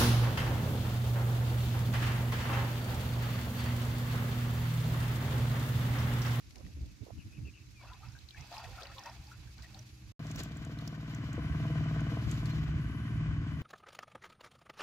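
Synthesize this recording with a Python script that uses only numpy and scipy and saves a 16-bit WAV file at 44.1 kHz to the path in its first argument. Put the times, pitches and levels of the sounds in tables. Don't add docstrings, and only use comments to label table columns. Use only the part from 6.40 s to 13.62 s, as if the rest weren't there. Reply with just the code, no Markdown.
import sys
import numpy as np
from scipy import signal
from scipy.fft import rfft, irfft
from scipy.io import wavfile
from scipy.ndimage import uniform_filter1d

SR = 44100
rng = np.random.default_rng(int(sys.argv[2]) if len(sys.argv) > 2 else 0)


def pcm_store(signal):
    levels = np.round(np.clip(np.atleast_2d(signal), -1, 1) * 32767)
    wavfile.write(sys.argv[1], SR, levels.astype(np.int16).T)


N = 318402
T = np.arange(N) / SR

HANDS_IN_S, FIRST_END_S, SECOND_START_S = 1.36, 3.7205, 3.7935
FIRST, SECOND = T < FIRST_END_S, T > SECOND_START_S
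FIRING_HZ = 19.288
BARK_FROM, KNOCK_FROM, TICK_FROM = 9, 19, 45
PORT_LAG_S = .00014
GUST_EDGE_DB = 21.5
# order (multiple of the firing rate), relative_db
EXHAUST_ORDERS = [(1, -38), (2, -21), (3, -5), (4, -6), (5, -6), (6, 0), (7, -3), (8, 0), (9, -17),
                  (10, -13), (11, -9), (12, -17), (13, -17), (14, -11), (15, -15), (16, -16), (17, -20),
                  (18, -32), (19, -32), (20, -32), (21, -29), (22, -31), (23, -33), (24, -28), (25, -31),
                  (26, -35), (27, -38), (28, -40), (29, -40), (30, -36), (31, -29), (32, -33), (33, -29),
                  (34, -22), (35, -27), (36, -25), (37, -28), (38, -34), (39, -35), (40, -39), (41, -39),
                  (42, -38), (43, -38), (44, -40), (45, -42), (46, -40), (47, -44), (48, -39), (49, -39),
                  (50, -41), (51, -38), (52, -28), (53, -34), (54, -32), (55, -32), (56, -33), (57, -31),
                  (58, -34), (59, -33), (60, -33), (61, -33), (62, -37), (63, -37), (64, -30), (65, -38),
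                  (66, -35)]


def amp(db):
    return 10 ** (np.asarray(db) / 20)


def rms_one(x):
    return x / np.sqrt(np.mean(x ** 2) + 1e-20)


def in_time(rows):
    times, *columns = np.transpose(rows)
    return [np.interp(T, times, column) for column in columns]


def at_hz(points, hz):
    known_hz, values = np.transpose(points)
    return np.interp(np.log(hz), np.log(known_hz), values)


def drift(rate_hz):
    pole = np.exp(-80 * np.pi * rate_hz / SR)
    white = rng.standard_normal(N // 40 + 2002)
    slow = signal.lfilter([1], [1, -2 * pole, pole * pole], white)[2000:]
    return np.interp(np.arange(N) / 40, np.arange(len(slow)), rms_one(slow))


def panned(x, pan_db):
    return np.array([x * amp(pan_db / 2), x * amp(-pan_db / 2)])


def filtered(x, hz, kind="low", order=2):
    return signal.sosfilt(signal.butter(order, hz, kind, fs=SR, output="sos"), x)


def noise(spectrum, coherence=None):
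    # frequency_hz, coherence
    port_coherence = [(60, .97), (290, .95), (640, .75), (1400, .55), (3000, .45), (6000, .4), (15000, .25)]
    # frequency_hz, pan_db
    port_balance = [(60, -2), (180, 11.5), (550, 4.5), (1650, 2.5), (4970, -0.5), (15000, -2.5)]
    hz = np.maximum(np.arange(N // 2 + 1) * SR / N, 1)
    mid, side = rfft(rng.standard_normal((2, N))) * amp(at_hz(spectrum, hz))
    if coherence is None:
        alike = np.clip(at_hz(port_coherence, hz), 0, 1)
        mid, side = np.sqrt(1 + alike) * mid, np.sqrt(1 - alike) * side
        lean = amp(at_hz(port_balance, hz) / 2)
        delay = np.exp(-2j * np.pi * hz * PORT_LAG_S)
        return rms_one(irfft([(mid + side) * lean, (mid - side) / lean * delay], N))
    mid, side, alike = irfft(mid, N), irfft(side, N), np.clip(coherence, 0, 1)
    return rms_one(np.sqrt(1 + alike) * mid + np.sqrt(1 - alike) * side * [[1], [-1]])


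def add(out, start_s, piece):
    i = int(start_s * SR)
    out[..., i:i + piece.shape[-1]] += piece[..., :N - i]


def resonate(x, hz, width_hz, stages=1):
    r = np.exp(-np.pi * width_hz / SR)
    feedback = [1, -2 * r * np.cos(2 * np.pi * hz / SR), r * r]
    for _ in range(stages):
        x = signal.lfilter([(1 - r * r) / 2, 0, (r * r - 1) / 2], feedback, x)
    return x


def held(rows, fall_db_per_s, attack_s=.026):
    power = 0
    for start_s, length_s, db in rows:
        onset = np.clip((T - start_s) / attack_s + 1, 0, 1)
        power += (onset * amp(db - fall_db_per_s * np.maximum(T - start_s - length_s, 0))) ** 2
    return np.sqrt(power)


def damped_sine(hz, cycles, rise, attack_cycles):
    t = np.arange(int(cycles / hz * SR)) / SR
    envelope = np.exp(-np.log(1000) * t * hz / cycles) * np.minimum(t * hz / attack_cycles, 1)
    return envelope * np.sin(2 * np.pi * hz * (t + rise * t * t * hz / cycles))


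def engine():
    # time_s, swell_db, note_db, low_db
    carried_levels = [(3.79, -5, -46, -47), (4.2, -4, -44.5, -49), (4.64, -4, -44.5, -49),
                      (4.8, 1, -44.5, -44.5), (5.25, 5, -35.5, -41), (5.56, 7, -36, -37),
                      (5.8, 6, -45, -38.5), (6.05, 4, -40, -39), (6.3, 2.2, -38, -44), (6.6, 3, -44, -38.5),
                      (6.78, 2.5, -39, -37), (7.05, 1.5, -41, -40), (7.22, 2, -38, -45)]
    # time_s, level_db
    knock_levels = [(3.79, -60), (4.4, -62), (4.75, -64), (5.25, -56), (5.75, -54), (5.97, -61), (6.3, -65),
                    (7.22, -66)]
    swell_db, note_db, low_db = in_time(carried_levels)
    bands = {
        "deep": (range(1, 5), -54 + 1.12 * swell_db),
        "boom": ((5, 7), -46.5 + .9 * swell_db),
        "low note": ((6,), low_db),
        "pipe note": ((8,), note_db),
        "bark": (range(BARK_FROM, KNOCK_FROM), -47 + .6 * swell_db),
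        "knock": (range(KNOCK_FROM, TICK_FROM), in_time(knock_levels)[0]),
        "tick": (range(TICK_FROM, 67), -64 + .76 * swell_db)}
    cycles = (T - 4.3179) * FIRING_HZ + .0008 * drift(3)
    metal = amp(-53.5 + .64 * swell_db) * clatter(cycles)
    pipe = panned(exhaust(cycles, bands), 1.0)
    pipe[1] = np.roll(pipe[1], int(PORT_LAG_S * SR))
    return pipe + metal


def exhaust(cycles, bands):
    waver = [drift(3) for _ in range(9)]
    scatter = rng.standard_normal(len(EXHAUST_ORDERS))
    harmonics = {}
    for (k, db), phase, blur in zip(EXHAUST_ORDERS, exhaust_phases(), scatter):
        jitter = .005 * k * waver[(k + 4) % 9] + .012 * k * blur
        harmonics[k] = amp(db + 1.5 * waver[k % 9]) * np.cos(2 * np.pi * k * cycles + phase + jitter)
    uneven = amp(1.6 * drift(15))
    out = 0
    for name, (orders, level_db) in bands.items():
        band = sum(harmonics[k] for k in orders)
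        if name in ("knock", "tick"):
            band *= uneven
        out += amp(level_db) * rms_one(band)
    return out


def exhaust_phases(size=4096, bins_per_order=16):
    orders, db = np.transpose([(0, -60)] + EXHAUST_ORDERS + [(80, -60)])
    spectrum_db = np.interp(np.arange(size // 2 + 1) / bins_per_order, orders, db)
    cepstrum = irfft(np.log(amp(spectrum_db)), size)
    cepstrum[1:size // 2] *= 2
    cepstrum[size // 2 + 1:] = 0
    period = size / bins_per_order
    with_intake = cepstrum.copy()
    with_intake[int(.26 * period):int(.43 * period)] *= -1
    k = orders[1:-1]
    intake_phase, causal_phase = rfft([with_intake, cepstrum]).imag[:, (bins_per_order * k).astype(int)]
    pulse = np.where((k >= BARK_FROM) & (k < TICK_FROM), intake_phase, causal_phase)
    sixth_lag_s, knock_lag_cycles = .022, .058
    dispersion = np.pi * FIRING_HZ * sixth_lag_s * 6 ** 3 / k ** 2
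    pulse = pulse + dispersion - 1.73 - .18 * np.maximum(k - 20, 0)
    knock = -2 * np.pi * k * knock_lag_cycles
    return np.where((k >= KNOCK_FROM) & (k < TICK_FROM), knock, pulse)


def clatter(cycles):
    # frequency_hz, density_db
    spectrum = [(190, -6), (330, -2), (359, -8), (473, -12), (551, -18), (650, -11), (881, -19.5),
                (1030, -17.5), (1330, -10.5), (1490, -11), (2630, -15.5), (3020, -17.5), (3870, -23),
                (6460, -28.5), (9000, -37.5), (11700, -111), (19800, -120)]
    # pitch_hz, width_hz, relative_db
    casing_modes = [(1050, 99, 2.5), (1530, 55, 1.5), (1960, 220, -5.5), (2380, 110, -7), (2990, 106, -1)]
    # order, relative_db
    gear_orders = [(52, -21), (104, -17), (156, -19.5)]
    # pitch_hz, relative_db, t60_s, rise_s
    valve_modes = [(1156, 12, 0.029, 0.0097), (1450, -3.5, 0.079, 0.0041), (1660, -6, 0.061, 0.0054)]
    throb = amp(.27 * np.cos(4 * np.pi * (cycles - .06)) + 1.1 * drift(21))
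    rattle = noise(spectrum) * throb
    casing = sum(amp(db + 1.5 * drift(5)) * resonate(rattle, hz, width) for hz, width, db in casing_modes)
    whine = sum(amp(db + .55 * drift(22)) * np.sin(2 * np.pi * k * (cycles + .0012 * drift(6.1)))
                for k, db in gear_orders)
    since_s = (cycles - .49) % 1 / FIRING_HZ
    clack = resonate(noise(spectrum), hz=1700, width_hz=850)
    clack *= amp(-60 * since_s / .07 + 2.2 * drift(4.9)) * np.minimum(since_s / .0015, 1)
    ring = 0
    for hz, db, t60_s, rise_s in valve_modes:
        envelope = amp(db - 60 * since_s / t60_s + 1.9 * drift(8)) * np.minimum(since_s / rise_s, 1) ** 2
        ring += envelope * np.sin(2 * np.pi * hz * since_s)
    noisy = amp(-14) * rms_one(clack) + amp(-.5) * rms_one(rattle) + amp(-7.5) * rms_one(casing)
    return noisy + panned(ring, 1.2) + panned(whine, 1.9)


def washing():
    # start_s, length_s, slosh_db, spray_db
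    strokes = [(1.415, 0.13, -65.5, -70.5), (1.638, 0.022, -63.5, -71.5), (1.755, 0.013, -84, -75),
               (1.98, 0.21, -68.5, -63), (2.133, 0.14, -56.5, -61.5), (2.333, 0.18, -59.5, -60.5),
               (2.592, 0.016, -57, -66), (2.662, 0.016, -50.5, -69), (2.77, 0.26, -78, -68),
               (3.193, 0.19, -72, -67.5)]
    slosh = held([row[:3] for row in strokes], fall_db_per_s=251)
    slosh += amp(-82.5) * (T > HANDS_IN_S)
    mist = held([(s, length, db) for s, length, _, db in strokes], fall_db_per_s=60)
    mist += amp(-68)
    loud, crowd = gurgles(), small_bubbles()
    basin, shimmer = pan_resonance()
    water = amp(-4) * crowd + amp(-3.5) * basin
    return loud + slosh * water + mist * (spray() + amp(-10) * shimmer)


def gurgles():
    # start_s, level_db, pitch_hz
    bubbles = [(1.371, -57, 2300), (1.397, -60, 2220), (1.43, -49.5, 565), (1.424, -48, 891),
               (1.6, -49, 750), (1.975, -50, 797), (2.805, -54, 754), (1.484, -41, 1300),
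               (1.514, -42.5, 963), (1.629, -43, 1220), (1.696, -52, 1370), (1.75, -45.5, 1485),
               (1.945, -44, 1660), (1.974, -44, 2030), (2.112, -36, 681), (2.128, -41, 802),
               (2.142, -43, 1000), (2.19, -49, 1050), (2.2, -44, 1330), (2.172, -37, 845),
               (2.227, -41, 671), (2.273, -44, 477), (2.346, -50, 1250), (2.379, -37.5, 1240),
               (2.412, -43.5, 497), (2.437, -59, 505), (2.495, -41, 1200), (2.548, -49, 509),
               (2.563, -43.5, 1018), (2.656, -35.5, 888), (2.871, -52, 790), (2.913, -42.5, 1340),
               (3.072, -52, 1450), (3.185, -48, 1410), (3.23, -41, 1850), (3.343, -48, 746),
               (3.365, -53.5, 562)]
    fragments = [(s + k * .013, db - k * 3, hz) for s, db, hz in bubbles for k in range(3)]
    out = np.zeros((2, N))
    for (start_s, db, hz), (climb, side, detune) in zip(fragments, rng.random((len(fragments), 3))):
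        pitch_hz = hz * (1 + .04 * (detune - .5))
        tone = damped_sine(pitch_hz, cycles=53.5, rise=.187 * (.5 + climb), attack_cycles=9)
        churn = rms_one(uniform_filter1d(rng.standard_normal(len(tone)), size=120))
        add(out, start_s, panned(amp(db) * tone * (1 + .5 * churn), 3 * (.5 + side)))
    return out


def small_bubbles():
    out = np.zeros((2, N))
    for when, pitch, faintness, side in rng.random((1800, 4)):
        tone = damped_sine(600 * 8.0 ** pitch, cycles=58.3, rise=.342, attack_cycles=6.6)
        start_s = HANDS_IN_S + when * (FIRST_END_S - HANDS_IN_S)
        add(out, start_s, panned(amp(-16 * faintness - 6 * pitch) * tone, 7 * (side - .5)))
    return rms_one(out)


def pan_resonance():
    # pitch_hz, width_hz, relative_db
    basin_modes = [(486, 87, -22), (563, 56, 1), (790, 32, 6), (976, 91, 3.5), (1370, 400, 7),
                   (1830, 73, 4), (2590, 180, 0.5), (3420, 120, -9.5), (4000, 47, -7.5), (4660, 150, -6.5)]
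    slap = rng.standard_normal(N) + .5 * rng.standard_normal((2, N))
    modes = [amp(db) * amp(3.5 * drift(16)) * resonate(slap, hz, width, stages=2) / np.sqrt(width)
             for hz, width, db in basin_modes]
    shimmer = sum(mode for mode, (hz, _, _) in zip(modes, basin_modes) if hz > 2200)
    return rms_one(sum(modes)), rms_one(shimmer)


def spray():
    # frequency_hz, density_db
    spectrum = [(1180, -8.5), (2000, -9.5), (2220, -2.5), (2570, -6), (2850, -7), (4670, -4.5), (9820, -20),
                (14000, -19.5), (15800, -26)]
    hiss, together = noise(spectrum, coherence=.053), drift(28)
    low, low_and_mid = filtered(hiss, 3200), filtered(hiss, 6000)
    bands = low, low_and_mid - low, hiss - low_and_mid
    patter = sum(band * amp(1.5 * together + 2.5 * drift(28)) for band in bands)
    return rms_one(patter * amp([[-1.5], [1.5]]))


def snaps():
    # start_s, level_db, centre_hz, top_db, pan_db
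    transients = [(0.107, -51, 5500, -19, 8), (0.107, -52, 2460, -32, 8), (0.157, -44.5, 5000, -16, -1),
                  (0.157, -47, 2240, -33, 5), (0.181, -47.5, 5270, -19, 1.5), (.248, -52, 2200, -27, 7),
                  (.2643, -49, 1900, -20, 3), (1.533, -45.5, 3720, -23, 1), (1.6842, -47, 5020, -19, -1),
                  (1.787, -49, 3950, -15, 4), (1.8868, -42, 4100, -17, 5), (1.9065, -41, 3660, -14, 0),
                  (2.0074, -45, 5570, -22, -1), (2.126, -46, 4700, -20, 2), (2.147, -41.5, 4100, -20, 3),
                  (2.167, -40, 2620, -25, 7), (2.18, -38.5, 4900, -15, 0), (2.242, -40, 2400, -20, 10),
                  (2.412, -46, 4930, -17, 0), (2.421, -37.5, 3700, -22, -1), (2.432, -36.5, 4740, -25, 1),
                  (2.454, -41, 2450, -25, -3), (2.468, -42, 4420, -11, 4), (2.582, -34.5, 3420, -15.5, 1),
                  (2.592, -42.5, 5700, -14, -2), (2.636, -43, 5270, -10, 0), (2.658, -43, 5540, -6, -4),
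                  (2.658, -48, 3200, -25, 2), (2.696, -46, 5100, -29, -5), (2.869, -47, 4730, -20, 4),
                  (3.18, -48, 4520, -19, 2), (3.221, -43.5, 4600, -20, 1), (3.3443, -42.5, 3980, -18, 4),
                  (3.39, -44, 5740, -11, -5), (3.867, -42, 4900, -23, -14), (3.913, -37.5, 6550, -17, -3),
                  (3.916, -41, 2100, -30, -1), (3.9824, -48, 4540, -20, -1), (4.002, -42, 2400, -30, 3),
                  (4.03, -42, 2180, -30, 1), (3.959, -38.5, 5860, -0.5, -4),
                  (3.9908, -37.5, 6800, -19, -1.2), (3.999, -34.5, 4600, -26, -8),
                  (4.0338, -36.5, 7200, 3, -2), (4.119, -44, 3860, -32, -3), (4.1699, -46, 7500, -7, -9),
                  (4.2484, -44, 6700, -43.5, -4), (4.387, -43.5, 4200, -38, -2),
                  (4.4755, -34.5, 5600, -6, -3), (4.747, -40.5, 6600, -8, -3),
                  (4.9294, -42.5, 6950, -7, -4), (5.6054, -48, 6670, -15, -4),
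                  (5.9124, -30.5, 6600, -38, -4), (5.917, -40, 3300, -30, 0),
                  (6.0567, -39.5, 4300, -22, -1), (6.057, -50, 7250, -20, -1)]
    droplets = [(HANDS_IN_S + when * (FIRST_END_S - HANDS_IN_S), -53 - 5 * faintness,
                 3500 + 3000 * pitch, -22, -1.5) for when, faintness, pitch in rng.random((12, 3))]
    out, t = np.zeros((2, N)), np.arange(1800) / SR
    attack_s, t60_s = .001, .022
    envelope = amp(-60 * t / t60_s) * np.minimum(t / attack_s, 1)
    for start_s, db, hz, top_db, pan_db in transients + droplets:
        burst = rng.standard_normal((2, len(t))) * envelope
        body = resonate(burst[0] + 3.1 * burst, hz, width_hz=1010)
        if HANDS_IN_S < start_s < FIRST_END_S:
            body = resonate(body, hz, width_hz=900)
        bright = filtered(burst, 9000, "high")
        snap = body / np.abs(body).max() + amp(top_db) * bright / np.abs(bright).max()
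        add(out, start_s, amp(db) * snap * panned(np.ones(1), pan_db))
    return out


def pan_knocks():
    # start_s, peak_db
    blows = [(4.296, -36.5), (4.98, -27.5), (5.301, -36), (5.729, -34.5)]
    # pitch_hz, relative_db, t60_s
    modes = [(325, 0, .05), (470, -3, .05), (265, -6, .05)]
    out, t = np.zeros(N), np.arange(4000) / SR
    ring = sum(amp(db - 60 * t / t60) * np.sin(2 * np.pi * hz * t) for hz, db, t60 in modes)
    for start_s, db in blows:
        add(out, start_s, amp(db) * ring / np.abs(ring).max())
    return panned(out, 2.5)


def fire():
    # frequency_hz, density_db
    spectrum = [(2500, 4), (4000, 3.5), (7300, -6), (8600, -23), (10000, -14.5), (12500, -12), (15000, -15),
                (15700, -29)]
    # time_s, level_db
    levels = [(3.79, -59.5), (4.1, -60), (4.8, -60), (5.3, -60), (6.1, -55.5), (6.64, -70), (7.22, -66.5)]
    # start_s, length_s, level_db
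    flares = [(3.86, 0.066, -58.5), (3.98, 0.038, -59), (5.905, 0.0086, -56)]
    hiss = rms_one(noise(spectrum) * amp(2.56 * drift(23)))
    sizzle = rms_one(hiss + amp(9) * resonate(hiss, hz=7500, width_hz=1220))
    return amp(in_time(levels)[0]) * hiss + held(flares, fall_db_per_s=152) * sizzle


def wind():
    # frequency_hz, density_db
    first_spectrum = [(15, -23), (25, -45), (49, 1.5), (69, 1), (121, -0.5), (208, -13.5), (312, -13),
                      (515, -54.5), (700, -44), (910, -44.5), (1540, -120)]
    second_spectrum = [(20, -38), (36, -18), (62, 0), (100, -7), (150, -13), (200, -20), (310, -25),
                       (420, -45), (900, -110)]
    # time_s, coherence
    shared_rumble = [(0, 0.4), (1.3, 0.5), (2.0, 0.96), (3.7, 1), (7.22, 0.98)]
    # time_s, level_db
    breeze_levels = [(0, -58.5), (1.2, -65.5), (1.9, -65), (2.4, -56), (3.72, -55), (3.79, -50.5),
                     (4.75, -49.5), (5.16, -41.5), (5.7, -37.5), (5.9, -36.5), (6.5, -43.5), (6.75, -43.5),
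                     (7.22, -39.5)]
    # peak_s, peak_db, pan_db, flank_s
    gusts = [(0.08, -52, -3, 0.046), (0.253, -38.5, 0.5, 0.043), (0.427, -42, -3, 0.18),
             (0.617, -48, -20.5, 0.031), (0.78, -41.5, 0.5, 0.084), (0.866, -39.5, -4, 0.034),
             (1.02, -42, -11, 0.14), (1.29, -51, -5, 0.13), (1.46, -47.5, -4, 0.16), (1.683, -45, -9, 0.24),
             (2.018, -42.5, -5.5, 0.096), (2.301, -44, -5, 0.11), (2.799, -38.5, -2, 0.022),
             (3, -43, .7, 0.036), (5.408, -54, -5, 0.28), (5.91, -37.5, 8, 0.13), (6.93, -34.5, 2.5, 0.15)]
    breeze = panned(amp(in_time(breeze_levels)[0] + 3 * drift(2.3)), -3 * FIRST)
    gust_power = sum(panned(amp(db - GUST_EDGE_DB * np.abs(T - peak_s) / flank_s), pan_db) ** 2
                     for peak_s, db, pan_db, flank_s in gusts)
    coherence = in_time(shared_rumble)[0]
    lumps = amp(np.array([2.3 * drift(16.3), 3.1 * drift(8.1)]) + 1.7 * drift(32) * FIRST)
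    air = np.where(FIRST, noise(first_spectrum, coherence), noise(second_spectrum, coherence))
    calm = np.clip((T - 1.2) / .3, 0, 1) * FIRST
    air += calm * (filtered(air, 110) - air)
    return rms_one(air * lumps) * np.sqrt(breeze ** 2 + gust_power)


def wind_pops():
    # start_s, peak_db, pitch_hz, pan_db
    pulses = [(.34, -37, 75, 0), (.41, -31, 66, 0), (.608, -40, 105, -14), (.666, -52, 520, -16),
              (.683, -51, 430, -16), (.698, -57, 750, -16), (.705, -47, 690, -16), (.982, -39, 140, -8),
              (1.035, -37, 68, -6)]
    out = np.zeros((2, N))
    for start_s, db, hz, pan_db in pulses:
        blip = damped_sine(hz, cycles=7, rise=0, attack_cycles=1.3)
        add(out, start_s, panned(amp(db) * blip / np.abs(blip).max(), pan_db))
    return out


def wind_flutter():
    # frequency_hz, density_db
    spectrum = [(300, 3), (420, 1), (700, -0.5), (1200, -6.5), (2000, -27), (3000, -38)]
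    # peak_s, gain_db, rise_s, fall_s, cutoff_hz
    flutters = [(.175, -58, 0.08, 0.043, 1100), (.21, -57, .03, 0.032, 1300),
                (.262, -61.5, 0.026, 0.12, 900), (.44, -63, 0.21, 0.12, 600),
                (.63, -45.5, 0.028, 0.028, 420), (0.711, -52, 0.077, 0.012, 1500),
                (.38, -53, .03, 0.055, 450), (.77, -73, .05, 0.053, 398), (.86, -64, 0.051, 0.038, 398),
                (.945, -61, 0.026, 0.027, 400), (.99, -60, 0.027, 0.1, 428), (1.07, -54, 0.068, 0.04, 414)]
    flap = noise(spectrum, coherence=0) * amp([[-9], [2.5]]) * amp(3.5 * drift(40))
    out = 0
    for peak_s, db, rise_s, fall_s, cutoff_hz in flutters:
        flanks_away = np.maximum((peak_s - T) / rise_s, (T - peak_s) / fall_s)
        out += amp(db - GUST_EDGE_DB * flanks_away) * filtered(flap, cutoff_hz, order=4)
    return out


def bird_and_chirp():
    # start_s, length_s, from_hz, to_hz, level_db, hoarseness
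    glides = [(0.775, 0.066, 2880, 2510, -59.5, 1.05), (0.918, 0.04, 2480, 2580, -57.5, 0.34),
              (0.941, 0.055, 2780, 2420, -58, 0.7), (1.044, 0.064, 2800, 2440, -50, 0.4),
              (1.131, 0.075, 2830, 2470, -57.5, 0.97), (1.198, 0.035, 2790, 2450, -62.5, 0.7),
              (1.34, .11, 2540, 2144, -60, 0.1), (1.901, 0.13, 2440, 2054, -61, 0.1),
              (1.963, 0.028, 2710, 2340, -52, 0.26), (6.108, 0.024, 4130, 4180, -53, 0.2)]
    out = np.zeros(N)
    for start_s, length_s, from_hz, to_hz, db, hoarseness in glides:
        progress = np.linspace(0, 1, int(length_s * SR))
        white = rng.standard_normal(len(progress))
        flutter = rms_one(uniform_filter1d(uniform_filter1d(white, size=80), size=80))
        roughness = 1 - min(hoarseness, 1) + hoarseness * flutter
        tone = np.sin(2 * np.pi * np.cumsum(from_hz + (to_hz - from_hz) * progress) / SR)
        add(out, start_s, amp(db) * np.sin(np.pi * progress) * tone * roughness)
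    return panned(out, 5.8)


def cricket():
    # start_s, level_db
    trills = [(-.04, -80), (.62, -79.5), (1.3, -83), (2.68, -81), (3.445, -79), (4.27, -85), (4.94, -76.5),
              (5.64, -74.5), (6.35, -75), (7.08, -75.5)]
    trill_s, stroke_hz, modes_hz = .455, 132, (10650, 11050, 11450)
    gate = sum(amp(db) * np.clip(np.minimum((T - start_s) / .066, (start_s + trill_s - T) / .03), 0, 1)
               for start_s, db in trills)
    strokes = (.5 + .5 * np.sin(2 * np.pi * stroke_hz * T)) ** .93
    scrape = rng.standard_normal((2, N)) * strokes
    ring = sum(resonate(scrape, hz, width_hz=300, stages=2) for hz in modes_hz)
    return gate * rms_one(ring) * amp([[-1.5], [1.5]])


def far_motor():
    # pitch_hz, width_hz, relative_db
    modes = [(66.5, 15.6, -3), (120.8, 7.4, -1.5), (199, 31, -13), (309.8, 28, -15.5)]
    # time_s, level_db
    levels = [(0, -65), (1.6, -62), (2.6, -58.5), (3.72, -51.5)]
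    white = rng.standard_normal(N)
    hum = sum(amp(db) * rms_one(resonate(white, hz, width, stages=2)) for hz, width, db in modes)
    return panned(amp(in_time(levels)[0]) * rms_one(hum), 0)


def field_air():
    # frequency_hz, density_db
    spectrum = [(180, -10), (300, -2.5), (633, -24), (1380, -16), (2350, -14), (3400, -19.5), (4480, -16.5),
                (6450, -14.5), (9610, -32.5), (11200, -24), (12100, -37), (14500, -26), (15800, -63)]
    return amp(-65.5) * noise(spectrum, coherence=.023)


def scene():
    air = field_air()
    both = wind() + snaps() + bird_and_chirp() + cricket() + pan_knocks()
    first = both + air + washing() + wind_flutter() + wind_pops() + far_motor()
    second = both + engine() + fire()
    return first * FIRST + second * SECOND


def record(dry):
    treble_cut = signal.cheby2(16, 45, 16100, fs=SR, output="sos")
    return signal.sosfilt(treble_cut, filtered(dry, 28, "high"))


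dry = scene()
out = record(dry)
pcm_store(out)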